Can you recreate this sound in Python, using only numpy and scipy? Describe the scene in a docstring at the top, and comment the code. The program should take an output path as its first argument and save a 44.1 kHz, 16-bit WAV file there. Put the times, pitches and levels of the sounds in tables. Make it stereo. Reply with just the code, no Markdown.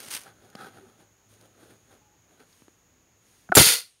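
"""A yard, where a home-made air gun is aimed at a pile of rocks and fired once, close by.
Over still air, far insects and a distant motor come a gritty scuff, swishes of cloth, faint squeaks
and hands rubbing and bumping the hollow pipe. Then the valve knocks, the seal spits, air bursts from
the barrel in a low blast, and the tank hisses empty through the ringing pipe. The rocks throw back
part of the hiss; the shot overloads the microphone and ducks its gain."""
import sys
import numpy as np
from scipy import signal
from scipy.fft import rfft, irfft
from scipy.io import wavfile
from scipy.ndimage import uniform_filter1d

SR = 44100
rng = np.random.default_rng(int(sys.argv[2]) if len(sys.argv) > 2 else 0)


def generate_wav(sig):
    """Save sig (samples, or channels by samples) to the path in sys.argv[1] as 16-bit PCM at SR."""
    pcm = np.round(np.clip(np.atleast_2d(sig).T, -1, 1) * 32767).astype(np.int16)
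    wavfile.write(sys.argv[1], SR, pcm)


N = 176400
T = np.arange(N) / SR
JET_S = 3.569  # the tank starts to empty
CLICK_T60_S, CLICK_TOP_HZ = .016, 2300


def from_db(db):
    """Decibels to gain."""
    return 10 ** (np.asarray(db) / 20)


def rms_one(x):
    """Scale to unit power."""
    return x / np.sqrt(np.mean(x ** 2) + 1e-20)


def cut(x, hz, kind, order=2):
    """Butterworth filter."""
    return signal.sosfilt(signal.butter(order, np.clip(hz, 10, .45 * SR), kind, fs=SR, output="sos"), x)


def noise(spectrum):
    """Unit-power noise shaped by (f/Hz, level/dB) points, rolling off below the first."""
    hz, db = np.transpose(spectrum)
    f = np.maximum(np.arange(N // 2 + 1) * SR / N, 1)
    gain = from_db(np.interp(np.log(f), np.log(hz), db)) * np.minimum(f / hz[0], 1) ** 2
    return rms_one(irfft(rfft(rng.standard_normal(N)) * gain, N))


def band(hz, width_hz):
    """Unit-power noise in one narrow band."""
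    return rms_one(cut(rng.standard_normal(N), [hz - width_hz / 2, hz + width_hz / 2], "band"))


def wander(rate_hz):
    """Smooth random drift of unit power."""
    return rms_one(cut(rng.standard_normal(N), rate_hz, "low"))


def flutter(rate_hz, depth_db):
    """A randomly wavering gain."""
    return from_db(depth_db * wander(rate_hz))


def since(s):
    """Time elapsed after s."""
    return np.maximum(T - s, 0)


def burst(s, fall_db_per_s, attack_s=0.00053):
    """Envelope with a quick attack, then a steady fall in dB."""
    return np.minimum(since(s) / attack_s, 1) * from_db(-np.minimum(fall_db_per_s * since(s), 300))


def ring(s, hz, t60):
    """A damped sine struck at s."""
    return np.sin(2 * np.pi * hz * since(s)) * np.exp(-np.minimum(np.log(1000) * since(s) / t60, 40))


def crack(s, t60):
    """A short puff of white noise."""
    return rng.standard_normal(N) * burst(s, 60 / t60, attack_s=.0001)


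def strokes(rows):
    """Envelope of strokes that each rise, hold, then lose 40 dB per fall time."""
    return sum(np.minimum(since(s) / rise, 1) * from_db(db - 40 * since(s + rise + hold) / fall)
               for s, rise, hold, fall, db in rows)


def grains(per_s, spread_db):
    """Random clicks of uneven size."""
    clicks = (rng.random(N) < per_s / SR) * rng.choice([-1, 1], N)
    return clicks * from_db(spread_db * np.minimum(rng.exponential(1, N), 4))


def resonate(x, modes):
    """Pass x through parallel resonances; unit power."""
    out = 0
    for hz, width, db in modes:
        mode = cut(x + 1e-18, [hz - width / 2, hz + width / 2], "band", order=1)
        out += from_db(db) * rms_one(mode)
    return rms_one(out)


def background():
    """The outdoor bed: still air, a thin band of far insects and a distant motor's hum."""
    # tone of the open air: f/Hz, relative level/dB
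    air_spectrum = [(24, -38), (40, 2), (433, -10.5), (516, -13), (2570, -19), (4930, -25), (6650, -19),
                    (7730, -29.5), (16000, -27.5)]
    # swell and fade of the motor: t/s, level/dB
    hum_levels = [(0, -67.5), (1.3, -73), (1.6, -62.5), (2.1, -73), (4, -79)]
    hum = from_db(np.interp(T, *np.transpose(hum_levels))) * band(hz=106.3, width_hz=7.6)
    air = from_db(-64.5) * noise(air_spectrum)
    insects = from_db(-70) * band(hz=6670, width_hz=490)
    return air + insects + hum


def squeaks():
    """Faint squeaks and groans: short, unsteady gliding tones."""
    # glides: t/s, length/s, start f/Hz, end f/Hz, level/dB
    glides = [(0.796, 0.077, 406, 365, -51.5), (0.855, 0.042, 233, 221, -56.5),
              (1.982, 0.23, 833, 846, -67)]
    wobble = 1 + .032 * wander(rate_hz=200)
    out = 0
    for s, length, hz, end_hz, db in glides:
        progress = np.minimum(since(s) / length, 1)
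        pitch_hz = (hz + (end_hz - hz) * progress) * wobble
        out += from_db(db) * np.sin(np.pi * progress) * np.sin(2 * np.pi * np.cumsum(pitch_hz) / SR)
    return out * flutter(rate_hz=34, depth_db=2.5)


def ticks():
    """Thin, dry ticks of treble noise."""
    # ticks: t/s, level/dB
    hits = [(.5538, -42), (2.528, -50)]
    return sum(from_db(db) * burst(s, 60 / CLICK_T60_S) for s, db in hits) * band(4400, width_hz=1100)


def rubbing():
    """Hands rub the pipe: friction swells and fades, and tiny slips ring the hollow."""
    # tone of the friction: f/Hz, relative level/dB
    friction_spectrum = [(110, -3), (260, 1), (380, 3), (600, -2), (1000, -11.5), (1500, -11.5),
                         (2100, -18.5), (3500, -15), (5000, -22.5), (8300, -28), (9200, -13), (10000, -21),
                         (16000, -29.5)]
    # pipe resonances under the hand: f/Hz, width/Hz, relative level/dB
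    hollow_modes = [(800, 60, -1), (1319, 110, -1), (1478, 120, -2.5), (3270, 200, -12), (3900, 200, -16),
                    (9200, 250, -15)]
    # rubs: centre t/s, half length/s, friction level/dB, hollow level/dB
    rubs = [(.03, 0.065, -55, -59), (0.274, 0.018, -55, -52.5), (.45, 0.025, -58.5, -69.5),
            (0.613, 0.018, -52.5, -46), (0.664, 0.017, -51.5, -52), (0.776, 0.017, -55.5, -61),
            (0.878, 0.037, -62.5, -67.5), (1.011, 0.013, -57.5, -67), (1.334, 0.023, -64.5, -75),
            (1.441, 0.022, -57.5, -71), (1.624, 0.028, -57, -64.5), (1.713, 0.017, -56.5, -63.5),
            (1.928, 0.021, -57, -63), (2.324, 0.021, -64.5, -70), (2.413, 0.013, -56.5, -58)]
    friction = noise(friction_spectrum)
    hollow = resonate(grains(per_s=2500, spread_db=2.5), hollow_modes)
    out = 0
    for s, half, friction_db, hollow_db in rubs:
        swell = 1 / (1 + ((T - s) / half) ** 2 / 2)
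        out += swell * (from_db(friction_db) * friction + from_db(hollow_db) * hollow)
    return out * flutter(rate_hz=120, depth_db=1.5)


def bumps():
    """Hands bump the pipe, each time with a dull thud and a click."""
    # bumps: t/s, level/dB, thud f/Hz, relative click level/dB
    hits = [(0.5518, -30, 204, 3.5), (2.403, -50, 233, 10), (2.62, -43, 243, 2), (2.6811, -43, 340, 2.5)]
    out = 0
    for s, db, hz, click_db in hits:
        click = from_db(click_db) * cut(crack(s, CLICK_T60_S), CLICK_TOP_HZ, "low")
        out += from_db(db) * (ring(s, hz, t60=.024) + click)
    return cut(out, hz=153, kind="high")


def scuffs_and_cloth():
    """Grit crackles under a sliding stroke, single grains snap louder, and cloth swishes softly."""
    # gritty scuffs: t/s, rise/s, hold/s, fall/s, level/dB
    scuffs = [(-.02, 0.011, 0.1, 0.18, -47), (.102, 0.016, 0.041, 0.096, -33.5),
              (.2, 0.011, 0.038, 0.13, -60)]
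    # cloth swishes: t/s, rise/s, hold/s, fall/s, level/dB
    swishes = [(1.28, 0.024, 0.024, 0.42, -65), (1.57, 0.04, 0.07, 0.87, -68.5),
               (2.42, 0.096, 0.094, 0.43, -65.5), (3.18, 0.12, 0.11, 0.58, -65.5)]
    # snapping grains: t/s, level/dB
    snaps = [(.0033, -34.5), (0.043, -47), (0.0848, -38), (.1495, -28), (.156, -31), (.174, -36),
             (0.215, -42), (0.236, -42), (.501, -47), (0.5525, -47), (1.339, -53), (1.412, -48),
             (1.425, -57)]
    # tone of all three: f/Hz, relative level/dB
    spectrum = [(88, -29.5), (200, -11), (600, -14), (1060, -8), (2310, -4), (5250, -6), (6390, -4.5),
                (7620, -12), (8730, -2), (16000, -15.5)]
    grit_decay_s, snap_t60_s = .0003, .0066
    pole = np.exp(-1 / (grit_decay_s * SR))
    crackle = rms_one(signal.lfilter([1], [1, -pole], np.abs(grains(per_s=7000, spread_db=3))))
    snapping = sum(from_db(db) * burst(s, 60 / snap_t60_s, attack_s=.0001) for s, db in snaps)
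    return (strokes(scuffs) * crackle + snapping + strokes(swishes)) * noise(spectrum)


def yard_tail():
    """Walls and leaves scatter a faint tail after the shot."""
    # tone of the tail: f/Hz, relative level/dB
    spectrum = [(100, -14.5), (300, -12), (1000, -11), (2500, 3), (4500, 4.5), (7500, -2), (9000, 8),
                (12000, -9), (16000, -34)]
    return from_db(-27) * burst(JET_S, fall_db_per_s=84, attack_s=.04) * noise(spectrum)


def with_rock_echo(hiss):
    """The rocks throw back the middle of the hiss as one short slap."""
    delay_s = .034
    delayed = np.interp(T - delay_s, T, hiss)
    return hiss + from_db(-5) * cut(delayed, hz=[3900, 4900], kind="band")


def valve():
    """The valve's knocks ring the plastic body; the latch also clicks."""
    # knocks of the mechanism: t/s, level/dB
    knocks = [(3.4902, -37), (3.5192, -16), (3.522, -9)]
    # body modes: f/Hz, relative level/dB, t60/s
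    modes = [(383, -14.5, 0.038), (727, 1, 0.02), (1321, -13.5, 0.085), (1475, 2.5, 0.019),
             (2420, -20, 0.014), (4100, -26.5, 0.01)]
    contact_s = .00065
    out = 0
    for s, db in knocks:
        body = sum(from_db(mode_db) * ring(s, hz, t60) for hz, mode_db, t60 in modes)
        out += from_db(db) * body * np.minimum(since(s) / contact_s, 1)
    latch = cut(crack(s=3.519, t60=.035), CLICK_TOP_HZ, "low", order=1)
    return out + from_db(-32) * latch


def seal():
    """Air seeps, then spits and whistles as the seal cracks open."""
    # tone of the spit: f/Hz, relative level/dB
    spectrum = [(200, -15), (450, -7), (1200, -14), (3000, -9), (5000, -13.5), (9000, -7.5), (10500, -4),
                (14000, -18.5), (16000, -11)]
    # whistles of the narrow gap and the muzzle: t/s, f/Hz, width/Hz, level/dB, fall/(dB/s)
    whistles = [(3.5515, 7300, 450, -9, 1108.5), (3.554, 12660, 450, -14, 170.5),
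                (3.572, 2206, 200, -10, 601)]
    seep = from_db(-41) * burst(s=3.542, fall_db_per_s=250)
    spit = from_db(-10) * burst(s=3.5513, fall_db_per_s=250)
    air = (seep + spit) * noise(spectrum)
    return air + sum(from_db(db) * burst(s, fall) * band(hz, width)
                     for s, hz, width, db, fall in whistles)


def blast():
    """The barrel empties in two surges of low turbulence, thumping as it clears."""
    # tone of the turbulence: f/Hz, relative level/dB
    spectrum = [(45, -17.5), (70, -12), (120, 4), (180, -11.5), (300, 1.5), (600, -4), (1200, -10.5),
                (2300, -13), (5000, -30.5), (12000, -29)]
    # surges: t/s, time until the fall steepens/s, level/dB
    surges = [(3.5677, 0.018, -3), (3.604, .01, -10)]
    # thumps of the barrel and its air column: t/s, f/Hz, level/dB, t60/s
    thumps = [(3.4972, 190.3, -30, 0.073), (3.5684, 303.5, 1, 0.034), (3.57, 125, -5, .07),
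              (3.5989, 128.8, -1, 0.074), (3.6125, 125, -7, .03), (3.665, 164, -17, .035)]
    fall_db_per_s, extra_fall_db_per_s = 198.5, 900
    envelope = sum(burst(s, fall_db_per_s) * from_db(db - extra_fall_db_per_s * since(s + length))
                   for s, length, db in surges)
    return envelope * noise(spectrum) + sum(from_db(db) * ring(s, hz, t60) for s, hz, db, t60 in thumps)


def jet():
    """The sputtering hiss sinks with tank pressure, then dies fast once the flow is no longer choked."""
    # tone of the jet: f/Hz, relative level/dB
    spectrum = [(60, -29), (250, -22.5), (470, -17), (750, -12), (1400, -9.5), (2600, -1.5), (4600, -2.5),
                (5700, -3), (6900, -1), (7900, -10), (8800, 2), (10500, -2.5), (13000, -5.5),
                (16000, -13.5)]
    # pipe resonances blown by the jet: f/Hz, width/Hz, relative level/dB
    pipe_modes = [(470, 40, -9), (1425, 50, -5), (2025, 45, -4), (3240, 35, -7), (3568, 35, -2),
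                  (4250, 200, -1), (4500, 80, -1), (4885, 60, -3), (6780, 70, -3), (8800, 200, 0),
                  (9385, 50, -4), (10085, 50, -3)]
    choked_s, knee_s = .17, .02
    choked_db_per_s, emptying_db_per_s = 31.5, 322
    pitch_ratio = 1 + .0025 * wander(rate_hz=25)  # the pipe's pitch wanders with the flow
    steady_pipe = resonate(rng.standard_normal(N), pipe_modes)
    pipe = np.interp(np.cumsum(pitch_ratio) / SR, T, steady_pipe)
    emptying_s = knee_s * np.logaddexp(0, (T - JET_S - choked_s) / knee_s)
    extra_fall_db = (emptying_db_per_s - choked_db_per_s) * emptying_s
    envelope = burst(JET_S, choked_db_per_s, attack_s=.0018) * from_db(-5.5 - extra_fall_db)
    hiss = noise(spectrum) + from_db(-4) * pipe
    return envelope * hiss * flutter(rate_hz=180, depth_db=1.1)


def scene():
    """The shot, the handling and the outdoor bed, all in the centre."""
    shot = valve() + seal() + blast() + with_rock_echo(jet()) + yard_tail()
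    mix = shot + scuffs_and_cloth() + rubbing() + bumps() + squeaks() + background() + ticks()
    return np.array([mix, mix])


def gain_control(x):
    """Loud sound turns the gain down, and it stays down."""
    threshold_db, max_duck_db, attack_s = -17, 8.5, .045
    level_db = 10 * np.log10(np.abs(uniform_filter1d(x ** 2, size=441)) + 1e-12)
    duck_db = np.maximum.accumulate(np.clip(level_db - threshold_db, 0, max_duck_db))
    pole = np.exp(-1 / (attack_s * SR))
    return from_db(-signal.lfilter([1 - pole], [1, -pole], duck_db))


def record(dry):
    """The microphone loses the deep bass, ducks too late and overloads; the top is cut."""
    ceiling, top_hz = .82, 15700
    ducked = cut(dry, hz=70, kind="high") * gain_control(dry[0])
    clipped = ducked / (1 + (ducked / ceiling) ** 6) ** (1 / 6)
    return signal.sosfilt(signal.ellip(12, .1, 90, top_hz, fs=SR, output="sos"), clipped)


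dry = scene()
out = record(dry)
generate_wav(out)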